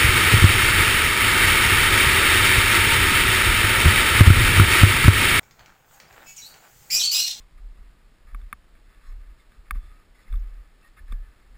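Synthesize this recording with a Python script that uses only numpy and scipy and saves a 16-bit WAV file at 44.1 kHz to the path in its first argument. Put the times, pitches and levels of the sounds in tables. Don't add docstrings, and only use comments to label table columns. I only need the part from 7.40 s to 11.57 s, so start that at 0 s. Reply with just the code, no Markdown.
import sys
import numpy as np
from scipy import signal
from scipy.fft import rfft, irfft, next_fast_len
from scipy.io import wavfile
from scipy.ndimage import uniform_filter1d

SR = 44100
rng = np.random.default_rng(int(sys.argv[2]) if len(sys.argv) > 2 else 0)


def volts_from_db(level):
    exponent = np.asarray(level, float) / 20
    return 10 ** exponent


def store_wav(level_fs):
    pcm = np.round(np.clip(np.atleast_2d(level_fs), -1, 1) * 32767)
    wavfile.write(sys.argv[1], SR, pcm.T.astype(np.int16))


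N = 183985

# start t/s, length t/s, swing level/dB, starting pitch f/Hz, lumps re swing level/dB
MOUNT_JOLTS = [(-.03, 0.069, -44.5, 34.02, -21), (0.117, 0.089, -45.5, 33.77, -9),
               (0.187, 0.13, -35.5, 35.63, -15.5), (0.366, .14, -40, 36.48, -12.5),
               (0.838, 0.058, -44.5, 29.82, -9.5), (0.918, 0.079, -30, 34.83, -21),
               (1.01, 0.056, -35.5, 35.95, -10.5), (1.12, .09, -52.5, 36.25, -1),
               (1.326, 0.062, -52, 29.12, -4), (1.664, 0.072, -31.5, 31.07, -22),
               (1.734, 0.19, -35.5, 37.54, -15), (2.151, 0.13, -45.5, 37.24, -16),
               (2.309, 0.079, -24.5, 32.36, -13), (2.415, 0.16, -42, 33.83, -6),
               (2.895, 0.081, -21.5, 34.81, -17), (2.955, 0.26, -29, 37.27, -24),
               (3.571, 0.14, -39, 29.96, -12), (3.689, .14, -28, 34.8, -12),
               (3.849, 0.0506, -49.5, 38.37, -8), (4.083, .07, -45, 38.2, -14)]
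# t/s, peak level/dB, middle modes level/dB, high modes level/dB, thud level/dB
STRAP_KNOCKS = [(0.18, -55, -13, -16, -25), (0.9461, -32, -0.5, -21, -28), (1.014, -59.5, 10, 8.5, -18),
                (1.1268, -22.5, 2.5, -16.5, -35.5), (1.3517, -60.5, 13.5, -15, -15),
                (1.5463, -61, 7, 6, -23), (2.1191, -50, 2, -5, -21), (2.3077, -19.5, 4, -17, -38.5),
                (2.3208, -79, -1, -2.5, 1), (2.3525, -52, 6.5, -18, -9), (2.356, -42, -26, -11, -24),
                (2.5148, -53.5, 5, -6, -35), (2.9253, -53.5, 13, 11, -8.5), (2.9376, -39, -2.5, -21, -36),
                (2.9563, -58, 10, 12, -8), (3.721, -37.5, -8, 0.5, -19.5), (3.7252, -59, 24, 5, -9)]
# f/Hz, level/dB, t60 t/s, sign at the capsule
SHELL_THUD = [(135, 0, .03, 1), (232, -1, .05, -1), (430, -7, .015, 1), (580, -6, .012, -1)]
SHELL_LOW = [(757, -27, .045, 1), (1161, 0, .019, 1), (1315, -8, .018, -1)]
SHELL_MIDDLE = [(1632, -2, .015, -1), (1815, -14, .03, -1), (2195, 0, .012, -1), (2650, -12, .013, 1),
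                (3050, -21, .012, -1)]
SHELL_HIGH = [(3460, 0, .015, -1), (3720, -3, .011, 1)]
SHELL_TOP = [(4700, 0, .012, 1), (5420, -3, .01, -1)]
# start t/s, length t/s, crunch level/dB, brightness re crunch level/dB
SNOW_BITES = [(-.03, 0.048, -64, -3.5), (.168, 0.019, -62.5, -13), (0.306, 0.21, -69, -12),
              (0.856, .06, -61, -14.5), (.96, 0.15, -68, -14), (1.347, 0.03, -66, -22),
              (1.434, 0.24, -65, -10.5), (1.608, 0.12, -63, -9.5), (1.765, .17, -66.5, -16),
              (1.962, 0.063, -68, -7), (2.1, 0.061, -65.5, -9.5), (2.245, 0.038, -62.5, -18),
              (2.335, 0.035, -57.5, -12), (2.365, 0.26, -63.5, -10), (2.737, 0.097, -64.5, -4),
              (2.831, 0.14, -62.5, -11.5), (2.973, 0.28, -64.5, -13.5), (3.395, 0.09, -66, -5.5),
              (3.558, 0.031, -55.5, -13), (3.66, 0.067, -60, -11), (3.747, .33, -67, -13),
              (4.135, 0.039, -63.5, -18)]
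# f/Hz, level/dB, t60 t/s, sign
INLET_BELOW = [(1098, -10.5, 0.026, 1), (1246, 0.5, 0.019, -1), (1518, -7, 0.034, 1),
               (1735, 1.5, 0.014, -1), (2060, 2.5, 0.011, 1), (2204, 1, 0.012, -1), (2656, -4.5, 0.011, 1)]
INLET_ABOVE = [(3454, 2, 0.014, 1), (4070, 3.5, 0.0078, -1), (4490, -3, 0.02, 1), (5150, 0, 0.016, -1)]
# t/s, length t/s, pitch f/Hz, level/dB
SNOW_SQUEAKS = [(0, .03, 1100, -63), (1.635, .09, 5330, -72), (1.64, .08, 4110, -71),
                (1.65, .075, 1100, -67), (1.99, .03, 2150, -65), (1.992, .025, 3570, -69),
                (2.35, .2, 3490, -72), (2.37, .12, 1235, -67), (2.49, .09, 1255, -65),
                (2.58, .08, 1225, -68), (2.747, .015, 2040, -62), (2.78, .035, 1970, -61),
                (2.87, .028, 2060, -61), (2.99, .015, 5410, -68), (3.415, .045, 2650, -68),
                (3.425, .065, 1860, -59), (3.43, .055, 1135, -68), (3.565, .01, 3600, -70),
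                (3.57, .017, 3710, -66), (3.572, .035, 1740, -56), (3.576, .022, 2150, -60),
                (3.7, .11, 1720, -66), (3.8, .1, 1745, -66)]
# f/Hz, density level/dB
HISS_COLOUR = [(60, 6), (170, 3), (350, -1.5), (720, -6), (1500, -8), (2700, -11.5), (4600, -13.5),
               (6000, -18)]
# from t/s, to t/s
DULL_SPANS = [
    (.215, .315),
    (1.74, 1.765),
    (2.97, 2.99),
    (3.01, 3.03),
    (3.75, 3.77),
]
# from t/s, to t/s
OPEN_SPANS = [
    (2.306, 2.316),
]

HOLD_HZ = 12000
JOLT_RISE_S, JOLT_SAG_DB_PER_S, JOLT_STOP_S = 0.03, 68, .01
ENVELOPE_STEP = 32


def sway():
    start, length, level_db, start_hz, _ = np.transpose(MOUNT_JOLTS)
    strokes, age = swells(start, length, level_db, JOLT_RISE_S, JOLT_SAG_DB_PER_S, JOLT_STOP_S, linger=0.041)
    pitch = start_hz[:, None] + 3.0 * (1 - np.exp(-np.maximum(age, 0) / 0.151))
    weight = strokes ** 2 + 1e-9
    hz = fine(np.sum(weight * pitch, axis=0) / np.sum(weight, axis=0))
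    phase = 2 * np.pi * np.cumsum(hz) / SR + 0.69 * drift(3.6)
    swing = np.sqrt(2) * total(strokes, -108) * volts_from_db(1.87 * drift(6.7))
    tremor = volts_from_db(-56) * rms_one(band(rng.standard_normal(N), 27, 41.5, order=3))
    second = .45 * swing ** 2 * np.cos(2 * phase)
    third = 4.0 * swing ** 3 * np.sin(3 * phase)
    return tremor + swing * np.sin(phase) + second + third


def buffet():
    start, length, level_db, _, lump_db = np.transpose(MOUNT_JOLTS)
    shaken, _ = swells(start, length, level_db + lump_db, rise_s=.02, sag_db_per_s=146, stop_s=.015, linger=0.053)
    push_db = level_db - 8.5
    strokes, _ = swells(start, length, push_db, JOLT_RISE_S, JOLT_SAG_DB_PER_S, JOLT_STOP_S, linger=0.034)
    lumps = evened(band(rng.standard_normal(N), 49.2, 73.7, order=3), .1)
    push = evened(band(rng.standard_normal(N), 15.9, 24.3), 0.087)
    flutter = volts_from_db(1.5 * drift(10.0))
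    leaning = uniform_filter1d(total(strokes, calm_db=-59.5), int(0.11 * SR))
    return total(shaken, calm_db=-71) * flutter * lumps + leaning * push


def knocks():
    start, peak_db, middle_db, high_db, thud_db = np.transpose(STRAP_KNOCKS)
    at = ((start + .0012) * SR).astype(int)
    hardest = peak_db == peak_db.max()
    top_db = -17 + 0.86 * high_db + 11.5 * hardest
    groups = (
        (SHELL_THUD, thud_db + 16),
        (SHELL_LOW, .1),
        (SHELL_MIDDLE, middle_db - 5.0),
        (SHELL_HIGH, high_db - 2.0),
        (SHELL_TOP, top_db),
    )
    out = 0
    for modes, share_db in groups:
        force = np.zeros(N)
        force[at] = -volts_from_db(peak_db + share_db)
        out = out + housing(force, modes)
    return signal.lfilter(np.hanning(5) / 2, 1, out)


def crunch():
    start, length, level_db, bright_db = np.transpose(SNOW_BITES)
    creep_db, creep_bright_db = -72.5, -13
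    loads, _ = swells(start, length, level_db, rise_s=0.0099, sag_db_per_s=17.5, stop_s=0.012, linger=0.13)
    sizes = volts_from_db(3.4 * np.minimum(rng.exponential(1, (2, N)), 3)) * rng.choice([-1, 1], (2, N))
    grains_per_s = 4000 * volts_from_db(1.8 * drift(30.0))
    low, high = sizes * (rng.random((2, N)) < grains_per_s / SR)
    dark_part = total(loads, creep_db) * evened(housing(low, INLET_BELOW), .03)
    bright = total(loads * volts_from_db(bright_db)[:, None], creep_db + creep_bright_db)
    return dark_part + bright * rms_one(housing(high, INLET_ABOVE))


def squeaks():
    out, white = np.zeros(N), rng.standard_normal(N + 4000)
    for start, length, hz, level_db in SNOW_SQUEAKS:
        i, n = int(start * SR), int(length * SR)
        t60 = 60 / hz
        once = ring(white[i:i + n + 4000], hz, t60)
        tone = ring(once, hz, t60)[4000:]
        out[i:i + n] += volts_from_db(level_db) * evened(tone, 0.022) * np.hanning(n) ** .5
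    return out


def hiss():
    hz = np.maximum(np.fft.rfftfreq(N, 1 / SR), 1)
    table = np.array(HISS_COLOUR)
    colour = volts_from_db(np.interp(np.log(hz), np.log(table[:, 0]), table[:, 1]))
    colour = colour * (hz > 40) * (hz < HOLD_HZ / 2)
    return volts_from_db(-63) * rms_one(irfft(rfft(rng.standard_normal(N)) * colour, N))


def housing(force, modes):
    return sum(np.sign(sign) * volts_from_db(db) * ring(force, hz, t60) for hz, db, t60, sign in modes)


def ring(clicks, hz, t60):
    r, w = volts_from_db(-60 / (t60 * SR)), 2 * np.pi * hz / SR
    return signal.lfilter([0, np.sin(w)], [1, -2 * r * np.cos(w), r * r], clicks + 1e-18)


def swells(start, length, level_db, rise_s, sag_db_per_s, stop_s, linger):
    age = np.arange(0, N, ENVELOPE_STEP) / SR - start[:, None]
    length = length[:, None]
    rise_s, stop_s = rise_s + 2 * linger * length, stop_s + linger * length
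    rise = np.sin(np.pi / 2 * np.clip(age / rise_s, 0, 1)) ** 2
    sag_db = sag_db_per_s * np.maximum(age - rise_s, 0)
    after = np.maximum(age - length, 0)
    return volts_from_db(level_db[:, None] - sag_db) * rise * np.exp(-after / stop_s), age


def total(envelopes, calm_db):
    return fine(np.sqrt(np.sum(envelopes ** 2, axis=0) + volts_from_db(2 * calm_db)))


def fine(coarse):
    return np.interp(np.arange(N), np.arange(0, N, ENVELOPE_STEP), coarse)


def drift(rate):
    r = np.exp(-2 * np.pi * rate / SR)
    return rms_one(signal.lfilter([1], [1, -2 * r, r * r], rng.standard_normal(N + SR))[SR:])


def band(x, low_hz, high_hz, order=2):
    return signal.sosfilt(signal.butter(order, [low_hz, high_hz], "band", fs=SR, output="sos"), x)


def evened(x, span_s):
    return rms_one(x / np.sqrt(uniform_filter1d(x ** 2, int(span_s * SR)) + 1e-12))


def rms_one(x):
    return x / np.sqrt(np.mean(x ** 2) + 1e-20)


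def during(spans):
    t = np.arange(N) / SR
    return uniform_filter1d(sum(((t > a) & (t < b)) * 1. for a, b in spans), size=132)


def scene():
    return (sway() + buffet() + knocks() + crunch() + squeaks() + hiss())[None]


def band_limit(x):
    return signal.sosfilt(signal.butter(12, 16840, fs=SR, output="sos"), x)


def record(dry):
    size = next_fast_len(N + SR // 10)
    hz = np.fft.rfftfreq(size, 1 / SR)
    guarded = irfft(rfft(dry, size) / (1 + (hz / 5800) ** 42.0), size)
    sampled = guarded * (1 + 2 * np.cos(2 * np.pi * HOLD_HZ * np.arange(size) / SR))
    held = rfft(sampled) * np.sinc(hz / HOLD_HZ) / np.sinc(hz / (4 * HOLD_HZ))
    body = irfft(held * (hz < 12800), size)[:, :N]
    upper = irfft(held * (hz >= 12800) * (hz < 15300), size)[:, :N]
    top = irfft(held * (hz >= 15300) * (hz < 16800), size)[:, :N]
    mix = body + upper * (1 - during(DULL_SPANS)) + top * during(OPEN_SPANS)
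    return band_limit(mix)


dry = scene()
out = record(dry)
store_wav(out)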